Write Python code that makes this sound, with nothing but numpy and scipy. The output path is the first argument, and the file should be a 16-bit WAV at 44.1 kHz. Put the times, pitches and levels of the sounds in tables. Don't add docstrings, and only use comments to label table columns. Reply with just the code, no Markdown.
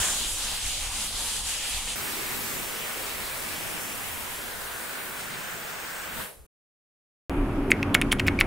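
import sys
import numpy as np
from scipy import signal
from scipy.io import wavfile
from scipy.ndimage import map_coordinates

SR = 44100
rng = np.random.default_rng(int(sys.argv[2]) if len(sys.argv) > 2 else 0)


def linear_from_db(decibels):
    return 10 ** (np.asarray(decibels, float) / 20)


def file_out(sig):
    cols = np.atleast_2d(sig).T
    lim = np.clip(cols, -1, 1)
    pcm = np.round(lim * 32767).astype(np.int16)
    wavfile.write(sys.argv[1], SR, pcm)


N = 373086

PANEL_S, FLOOR_S, SEAT_S = (0, 1.955), (1.955, 6.466), (7.2964, 8.46)  # start_s, end_s
WIN, HOP = 2048, 512
TOP_HZ = 15750


def clock(span_s):
    return np.arange(int(span_s[0] * SR), min(int(span_s[1] * SR), N)) / SR


def read(table, hz):
    row_hz, row_db = np.transpose(table)
    return np.interp(np.log(hz + 1e-9), np.log(row_hz), row_db)


def unit(x):
    return x / np.sqrt(np.mean(x ** 2))


def band(x, hz, width_hz):
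    return signal.lfilter(*signal.iirpeak(min(hz, .45 * SR), hz / width_hz, fs=SR), x)


def swells(t, rest_db, rows):
    return linear_from_db(rest_db) + sum(linear_from_db(db) * np.exp(-.5 * ((t - s) / half_s) ** 2) for s, db, half_s in rows)


def drops(count, per_s, spread_db, share):
    hit = rng.random(count) < per_s / SR
    size = np.minimum(rng.exponential(size=count), 4.5)
    sign = np.sign(rng.random(count) - .5)
    hiss = rng.standard_normal(count)
    taps = unit(hit * linear_from_db(spread_db * size) * sign)
    return np.sqrt(1 - share) * hiss + np.sqrt(share) * taps


def patches(hz, count, per_s, octaves):
    cells = rng.standard_normal((64, 256))
    pitch = np.log2(1 + hz / 20) / octaves
    time = np.arange(count) * HOP / SR * per_s
    return map_coordinates(cells, np.meshgrid(pitch, time, indexing="ij"), order=1) * 1.78


def gaps(hz, count, from_hz, share):
    keep = rng.random((64, count // 3 + 1)) > share
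    rows = (hz / 700).astype(int)
    keep = np.repeat(keep, 3, axis=1)[rows, :count] / np.sqrt(1 - share)
    return np.where(hz[:, None] > from_hz, keep, 1)


def streaks(rows, count, hole_db):
    cells = rng.standard_normal((rows // 8 + 1, count // 6 + 1))
    cells = np.repeat(np.repeat(cells, 8, axis=0), 6, axis=1)
    return linear_from_db(hole_db + 4.4 * cells[:rows, :count])


def wash(mid, side, start_s, colours, side_db, ref_hz, swell_db, flicker_db, flicker_per_s,
         gap_hz=3300, gap_share=0., hole_db=-99, shade=None):
    grid = dict(fs=SR, nperseg=WIN, noverlap=WIN - HOP)
    hz, t, mid_lines = signal.stft(mid, **grid)
    side_lines = signal.stft(side, **grid)[2]
    t = t + start_s

    shapes_db = np.array([read(spectrum, hz) for _, spectrum in colours])
    index = np.arange(len(colours))
    place = np.interp(t, [s for s, _ in colours], index)
    blend = np.clip(1 - abs(place - index[:, None]), 0, 1)
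    gain_db = shapes_db.T @ blend
    if shade:
        gain_db = gain_db + shade(hz[:, None], t)
    gain = linear_from_db(gain_db) * (hz < TOP_HZ)[:, None]

    ref = (hz > ref_hz[0]) & (hz < ref_hz[1])
    gain /= np.sqrt((gain[ref] ** 2).sum(axis=0) / len(hz))
    swell = swell_db * patches(hz, len(t), 2.31, 0.403)
    flicker = flicker_db * patches(hz, len(t), flicker_per_s, 0.705)
    gain *= linear_from_db(swell + flicker)
    gain *= (gain > streaks(len(hz), len(t), hole_db)) | (abs(hz - 11400) > 1900)[:, None]

    width = linear_from_db(read(side_db, hz))[:, None] * gaps(hz, len(t), gap_hz, gap_share)
    m = signal.istft(mid_lines * gain, **grid)[1][:len(mid)]
    s = signal.istft(side_lines * gain * width, **grid)[1][:len(mid)]
    return np.array([m + s, m - s])


# start_s, depth_db, length_ratio (of LULL_S)
LULLS = [(.31, -2, 1.9), (.41, -0.5, .8), (.6, -2.5, .8), (.7, -0.5, 1.1), (.78, -1.5, .9), (.9, -2.2, 1.1),
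         (1.11, -4, 1.5), (1.43, -4, 1.1), (1.6, -1.5, 1.1), (1.84, -3.5, 1.5), (1.96, -4, 1.2)]
SURGE_DB, SURGE_FALL_S, LULL_S = 6, 0.16, 0.023


def pressure_db():
    t = clock(PANEL_S)
    lulls = sum(db * np.exp(-.5 * ((t - s) / (LULL_S * ratio)) ** 2) for s, db, ratio in LULLS)
    return SURGE_DB * np.exp(-(t / SURGE_FALL_S) ** 1.1) + lulls


# pitch_hz, side_re_mid_db
PANEL_SIDE = [(60, -38.5), (110, -34), (200, -34.5), (380, -20), (700, -19), (1290, -12.5), (2380, -7),
              (4400, 0.5), (8120, -5.5), (15000, 0.5)]
# pitch_hz, level_db_per_hz
SURGE_COLOUR = [(290, -42), (500, -9), (991, -3), (1310, -5.5), (1540, -2), (2100, -6.5), (3240, -0.5),
                (5000, -9.5), (6500, -45.5)]
STEADY_COLOUR = [(290, -40), (500, -11.5), (640, -10.5), (786, -4.5), (1330, -8.5), (1900, -7), (3100, -2),
                 (5000, -7), (6500, -41.5)]
# [pitch_hz, level_db_per_hz]
MIST_COLOUR = [(1, [(2940, -42), (5000, -4.5), (7250, 1), (10200, -1.5), (10600, -1), (11400, -8.5),
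               (15200, -16), (15600, -16)])]
# pitch_hz, level_db_per_hz
PANEL_RUMBLE = [(8.8, -30.5), (15, 3.5), (38, -1.5), (101, -12.5), (117, -18), (141, -34), (160, -23),
                (210, -54), (350, -120)]
# pitch_hz, level_db_per_hz
PANEL_DRAIN = [(76, -39), (130, -8), (145, -12.5), (172, -3.5), (253, -2.5), (398, -8), (520, -6.5),
               (680, -37), (1140, -120)]
# start_s, level_db, half_length_s
PANEL_JOLTS = [
    (0, -30.5, .015),
    (.3, -46.5, .08),
    (.62, -42.5, .08),
    (.85, -42.5, .06),
    (1.14, -47, .05),
    (1.41, -48.5, .05),
    (1.77, -43.5, .04),
]
MIST_DB, SPLASH_DB, PANEL_DRAIN_DB, PANEL_BODY_DB = -34, -36.5, -51.5, -44
SPLASH_FOLLOWS, DRAIN_FOLLOWS = 0.95, 1.1
SURGE_ENDS_S, STEADY_FROM_S = 0.11, 0.55


def spray_at_panel():
    t = clock(PANEL_S)
    mist_db = MIST_DB + pressure_db()
    splash_db = SPLASH_DB + SPLASH_FOLLOWS * (mist_db - mist_db.mean())
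    drain_db = PANEL_DRAIN_DB + DRAIN_FOLLOWS * (splash_db - splash_db.mean())
    jets = [drops(len(t), per_s=4000, spread_db=1.9, share=0.18) for _ in range(4)]
    noise = rng.standard_normal((4, len(t)))
    splash_colours = [(SURGE_ENDS_S, SURGE_COLOUR), (STEADY_FROM_S, STEADY_COLOUR)]
    splash = wash(*jets[:2], 0, splash_colours, PANEL_SIDE, ref_hz=(700, 5000), swell_db=.4,
                  flicker_db=1.2, flicker_per_s=12, gap_hz=4200, gap_share=.4)
    mist = wash(*jets[2:], 0, MIST_COLOUR, PANEL_SIDE, ref_hz=(5000, 15700), swell_db=.6,
                flicker_db=0.97, flicker_per_s=16, gap_hz=4214, gap_share=.35)
    rumble = wash(*noise[:2], 0, [(0, PANEL_RUMBLE)], PANEL_SIDE, ref_hz=(20, 110), swell_db=0,
                  flicker_db=0, flicker_per_s=1)
    drain = wash(*noise[2:], 0, [(0, PANEL_DRAIN)], PANEL_SIDE, ref_hz=(130, 520), swell_db=.8,
                 flicker_db=1.8, flicker_per_s=8)
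    water = splash * linear_from_db(splash_db) + mist * linear_from_db(mist_db) + drain * linear_from_db(drain_db)
    return water + rumble * swells(t, PANEL_BODY_DB, PANEL_JOLTS)


VALVE_S, VALVE_DB, VALVE_RISE_S, FADE_DB_S = 6.213, 4.1, 0.048, 125
DIP_S, DIP_HZ, DIP_WIDTH_HZ, DIP_DB = (4.5, 6.08), (12000, 11200), 940, -16


def floor_echo(hz, t):
    sunk = np.interp(t, [*DIP_S, VALVE_S], [0, 1, 0])
    centre_hz = np.interp(t, DIP_S, DIP_HZ)
    return DIP_DB * sunk ** 0.77 * np.exp(-.5 * ((hz - centre_hz) / DIP_WIDTH_HZ) ** 2)


# pitch_hz, side_re_mid_db
FLOOR_SIDE = [(60, -4), (110, 0), (200, -2), (380, -4), (700, -2.5), (1290, -6), (2380, 0.5), (4400, -4),
              (8120, -3.5), (15000, -7.5)]
# pitch_hz, level_db_per_hz
HIGH = [(240, -35.5), (400, -2), (874, -2), (2330, -2), (4720, -8.5), (6820, -9), (8190, -5), (11700, -8.5),
        (15600, -6.5)]
LOW = [(240, -31.5), (450, -3.5), (900, -3), (1250, -2), (1520, 2), (1900, -3), (5750, -14), (8300, -9),
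       (15600, -10)]
TRICKLE = [(240, -31), (452, -5), (634, -11), (3500, -26.5), (6000, -25), (10800, -17), (15600, -27)]
# pitch_hz, level_db_per_hz
GEAR = [(8.8, -29.5), (15, 1.5), (86, -3), (162, -1), (284, -2), (400, -1), (520, -27), (880, -120)]
JOLT = [(8.8, -39.5), (15, -9), (63, -8.5), (119, -32), (265, -39.5), (880, -120)]
# start_s, level_db, half_length_s
FLOOR_JOLTS = [
    (2.57, -54, 0.045),
    (3.03, -54, 0.036),
    (3.2, -53, 0.043),
    (5.55, -55.5, 0.023),
    (6.19, -49.5, 0.04),
]
LAST_JOLT = [
    (6.41, -50, 0.027),
]
LOWERING_S, TRICKLE_S = (3.3, 4.65), (6.23, 6.33)
HISS_DB, HISS_SAG_DB_S, TRICKLE_DB = -33.5, 1.11, -74
FLOOR_BODY_DB, FLOOR_BODY_SAG_DB_S, GEAR_REST_DB = -47.5, 1.83, -67


def spray_on_floor():
    t = clock(FLOOR_S)
    since_s = t - t[0]
    fade_db = -FADE_DB_S * np.maximum(t - VALVE_S, 0)
    kick_db = VALVE_DB * np.exp(np.minimum(t - VALVE_S, 0) / VALVE_RISE_S)
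    flow = linear_from_db(HISS_DB - HISS_SAG_DB_S * since_s + kick_db + fade_db) + linear_from_db(TRICKLE_DB)
    colours = list(zip(LOWERING_S + TRICKLE_S, (HIGH, LOW, LOW, TRICKLE)))
    jets = [drops(len(t), per_s=4500, spread_db=2.0, share=0.22) for _ in range(2)]
    hiss = wash(*jets, FLOOR_S[0], colours, FLOOR_SIDE, ref_hz=(400, 15700), swell_db=.6, flicker_db=.6,
                flicker_per_s=16, gap_share=.45, hole_db=-12.5, shade=floor_echo)
    noise = rng.standard_normal((4, len(t)))
    gear = wash(*noise[:2], 0, [(0, GEAR)], FLOOR_SIDE, ref_hz=(20, 350), swell_db=1.8,
                flicker_db=1.5, flicker_per_s=8)
    jolt = wash(*noise[2:], 0, [(0, JOLT)], FLOOR_SIDE, ref_hz=(20, 350), swell_db=0,
                flicker_db=0, flicker_per_s=1)
    body_db = FLOOR_BODY_DB - FLOOR_BODY_SAG_DB_S * since_s
    body = swells(t, body_db, FLOOR_JOLTS) * linear_from_db(fade_db) + linear_from_db(GEAR_REST_DB)
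    return hiss * flow + gear * body + jolt * swells(t, -99, LAST_JOLT)


# [pitch_hz, level_db_per_hz]
SEAT_COLOUR = [(7.5, [(24, -34), (40, -6.5), (161, -9.5), (244, -6), (278, -7.5), (306, -9.5), (376, -8),
               (437, -17.5), (1210, -22.5), (1970, -31), (2420, -30.5), (3280, -39.5), (3600, -46.5),
               (4680, -82.5), (7920, -120)])]
# pitch_hz, level_db_per_hz
SEAT_HISS = [(2120, -32), (3600, 0), (7700, -6), (11000, -1), (12300, -6), (13000, -9), (15600, -12.5)]
# pitch_hz, side_re_mid_db
SEAT_SIDE = [(60, -19.5), (110, -21), (200, -23.5), (380, -15), (700, -16.5), (1290, -9), (2380, -1.5),
             (4400, 0.5), (8120, -5), (15000, 0)]
# pitch_hz, width_hz
SEAT_HUMS = [
    (283, 17.4),
    (94.4, 13),
    (30, 16),
]
# start_s, level_db, half_length_s
HUM_SWELLS = [
    [(7.41, -27.5, .05), (7.6, -31, .025), (7.82, -33, .04), (7.92, -35.5, .04), (8.05, -32.5, .03),
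     (8.28, -36, .06)],
    [(7.3, -34, .04), (7.56, -41.5, .04), (7.89, -36, .05), (8.27, -29, .05), (8.44, -45.5, .04)],
    [(7.41, -26, .04), (7.62, -32, .05), (7.88, -44, .03), (8.1, -37.5, .08), (8.4, -31, .05)],
]
ROAR_DB, SEAT_HISS_DB, HUM_REST_DB = -31, -59, (-47, -45.5, -42)


def carriage():
    t = clock(SEAT_S)
    noise = rng.standard_normal((7, len(t)))
    roar = wash(*noise[:2], SEAT_S[0], SEAT_COLOUR, SEAT_SIDE, ref_hz=(120, 900), swell_db=0.5,
                flicker_db=1.0, flicker_per_s=14)
    air = wash(*noise[5:], 0, [(0, SEAT_HISS)], SEAT_SIDE, ref_hz=(3600, 15700), swell_db=0.62,
               flicker_db=0.48, flicker_per_s=8.2, gap_hz=4520, gap_share=.5)
    out = roar * linear_from_db(ROAR_DB) + air * linear_from_db(SEAT_HISS_DB)
    for (hz, width_hz), rest_db, rows, push in zip(SEAT_HUMS, HUM_REST_DB, HUM_SWELLS, noise[2:5]):
        ring = signal.hilbert(band(band(push, hz, width_hz), hz, width_hz))
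        hum = unit((ring / abs(ring) ** .7).real)
        out = out + hum * swells(t, rest_db, rows)
    step = (linear_from_db(-18.5) + out[:, :1]) * np.exp(-np.arange(len(t)) / SR / .0013)
    return out - step


STROKE_MS = np.arange(-200, 800) / SR * 1000


def stroke(ms, rise_ms, fall_ms):
    rise = 2. ** -(ms / rise_ms) ** 2
    fall = 2. ** -(abs(ms / fall_ms) ** 1.2)
    return np.where(ms < 0, rise, fall)


def place(out, peak_s, sound):
    out[int(peak_s * SR) - 200:][:len(sound)] += sound


# start_s, length_ms, level_db, pitch_hz
RUBS = [(7.701, 6.6, -39, 2600), (7.943, 10, -30.5, 2960), (8.017, 5, -23, 2200), (8.115, 6, -26.5, 2980),
        (8.186, 7.7, -40.5, 2960), (8.197, 5, -21, 2170), (8.265, 12, -32.5, 2490), (8.396, 7.1, -30, 2500),
        (8.412, 7, -28, 2107)]


def stem_rubs(out):
    ms = STROKE_MS
    for s, length_ms, db, hz in RUBS:
        grit, slips = rng.standard_normal((2, len(ms)))
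        held_ms = np.where(ms > 0, np.maximum(ms - length_ms, 0), ms)
        rub = unit(band(band(grit * slips, hz, 1100), hz, 1600)) + .05 * grit
        place(out, s, linear_from_db(db) * stroke(held_ms, .5, 0.7) * rub)


# peak_s, level_db, pitch_hz, fall_ms
CLACKS = [(7.705, -19, 2200, 0.55), (7.7177, 1, 2180, .57), (7.8295, -12.5, 2350, .6),
          (7.831, -16, 2440, .4), (7.946, -6.5, 3350, 0.51), (7.95, 3.5, 2050, .3),
          (8.0152, -7.5, 2460, 0.2), (8.0203, -16.5, 2200, .38), (8.1184, -14, 3100, 0.58),
          (8.12, -15, 2220, 1.1), (8.1276, -4, 1900, 0.23), (8.1303, -18.5, 2170, 0.22),
          (8.1967, -12, 2930, .4), (8.2017, -14, 2030, 0.21), (8.2787, -18.5, 2380, .35),
          (8.2826, -3.5, 2150, 0.43), (8.2866, -12.5, 2210, .35), (8.3908, -14, 2330, 1.6),
          (8.402, -21, 2380, 0.82), (8.4043, -17.5, 2500, .4), (8.411, -0.5, 2190, 0.48),
          (8.4128, -14, 1530, .25), (8.4164, -15, 1260, .45)]
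RISE_SHARE, CRACK_DB = 0.67, -10
REBOUND_MS, REBOUND_DB, REBOUND_LOSS_DB, REBOUND_HZ, REBOUND_FALL_MS = 1.9, -18, 2.5, 2130, 0.66


def cap_clacks(out):
    ms = STROKE_MS
    hits = list(CLACKS)
    for s, db, _, _ in CLACKS:
        for k, uneven in enumerate(rng.standard_normal(3)):
            later_s = s + REBOUND_MS * (k + 1 + .2 * uneven) / 1000
            hits.append((later_s, db + REBOUND_DB - k * REBOUND_LOSS_DB, REBOUND_HZ, REBOUND_FALL_MS))
    for s, db, hz, fall_ms in hits:
        ring = np.cos(2 * np.pi * hz * ms / 1000) * stroke(ms, RISE_SHARE * fall_ms, fall_ms)
        burst = rng.standard_normal(len(ms)) * stroke(ms + .3, 0.1, 0.2)
        crack = band(band(burst, 3480, 2400), 3700, 3200)
        place(out, s, linear_from_db(db) * (ring + linear_from_db(CRACK_DB) * crack / abs(crack).max()))


# peak_s, level_db, pitch_hz
TICKS = [(7.7078, -24.5, 10100), (7.7132, -22, 7890), (7.7173, -23, 6140), (7.8285, -34, 5040),
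         (7.9449, -14.5, 10140), (7.9485, -17.5, 9170), (8.0148, -22.5, 10000), (8.1169, -26.5, 5290),
         (8.1193, -22, 9690), (8.1236, -14, 9840), (8.1313, -27, 9780), (8.1954, -30.5, 7200),
         (8.1993, -32, 5820), (8.2014, -35.5, 7740), (8.2689, -28.5, 11200), (8.2758, -22, 5610),
         (8.2828, -29, 6090), (8.401, -23.5, 13130), (8.4059, -20, 9480), (8.4103, -21.5, 4980)]
TICK_RISE_MS, TICK_FALL_MS = 0.4, 0.98


def leaf_ticks(out):
    for s, db, hz in TICKS:
        grit = rng.standard_normal(len(STROKE_MS))
        tick = band(grit, hz, 2300) + 0.39 * band(grit, 13000, 12000)
        tick = tick * stroke(STROKE_MS, TICK_RISE_MS, TICK_FALL_MS)
        place(out, s, linear_from_db(db + 4.0) * tick / abs(tick).max())


# pitch_hz, width_hz, level_db, t60_s
TRAY = [
    (1286, 260, 0.5, 0.15),
    (2200, 420, -9.5, 0.16),
    (3320, 1300, -10, .07),
    (4780, 1700, -25.5, .05),
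    (9500, 4400, 1.5, 0.038),
    (10200, 4000, -16.5, .16),
]


def tray_rattle(strokes):
    t = np.arange(6000) / SR
    tray = np.zeros(len(t))
    for hz, width_hz, db, t60_s in TRAY:
        rattle = rng.standard_normal(len(t)) * (1 - np.exp(-t / 0.00094))
        tray += linear_from_db(db) * band(rattle, hz, width_hz) * np.exp(-np.log(1000) * t / t60_s)
    return linear_from_db(-52.0) * signal.fftconvolve(strokes, unit(tray))[:N]


def keys():
    strokes = np.zeros(N + 2000)
    stem_rubs(strokes)
    cap_clacks(strokes)
    leaf_ticks(strokes)
    out = strokes[:N] + tray_rattle(strokes)
    return signal.sosfilt(signal.butter(N=10, Wn=15800, fs=SR, output="sos"), out)


def scene():
    out = np.zeros((2, N))
    for span_s, source, edge_samples in ((PANEL_S, spray_at_panel, 60), (FLOOR_S, spray_on_floor, 60),
                                         (SEAT_S, carriage, 1)):
        part = source()
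        count = np.arange(part.shape[1])
        edge = np.minimum(count, count[::-1])
        out[:, int(span_s[0] * SR):][:, :len(count)] += part * np.minimum((edge + 1) / edge_samples, 1)
    return out + keys()


def band_limit(x):
    return signal.sosfilt(signal.butter(12, 16970, fs=SR, output="sos"), x)


def record(dry):
    mix = np.clip(dry, -1, 1)
    return band_limit(mix)


dry = scene()
out = record(dry)
file_out(out)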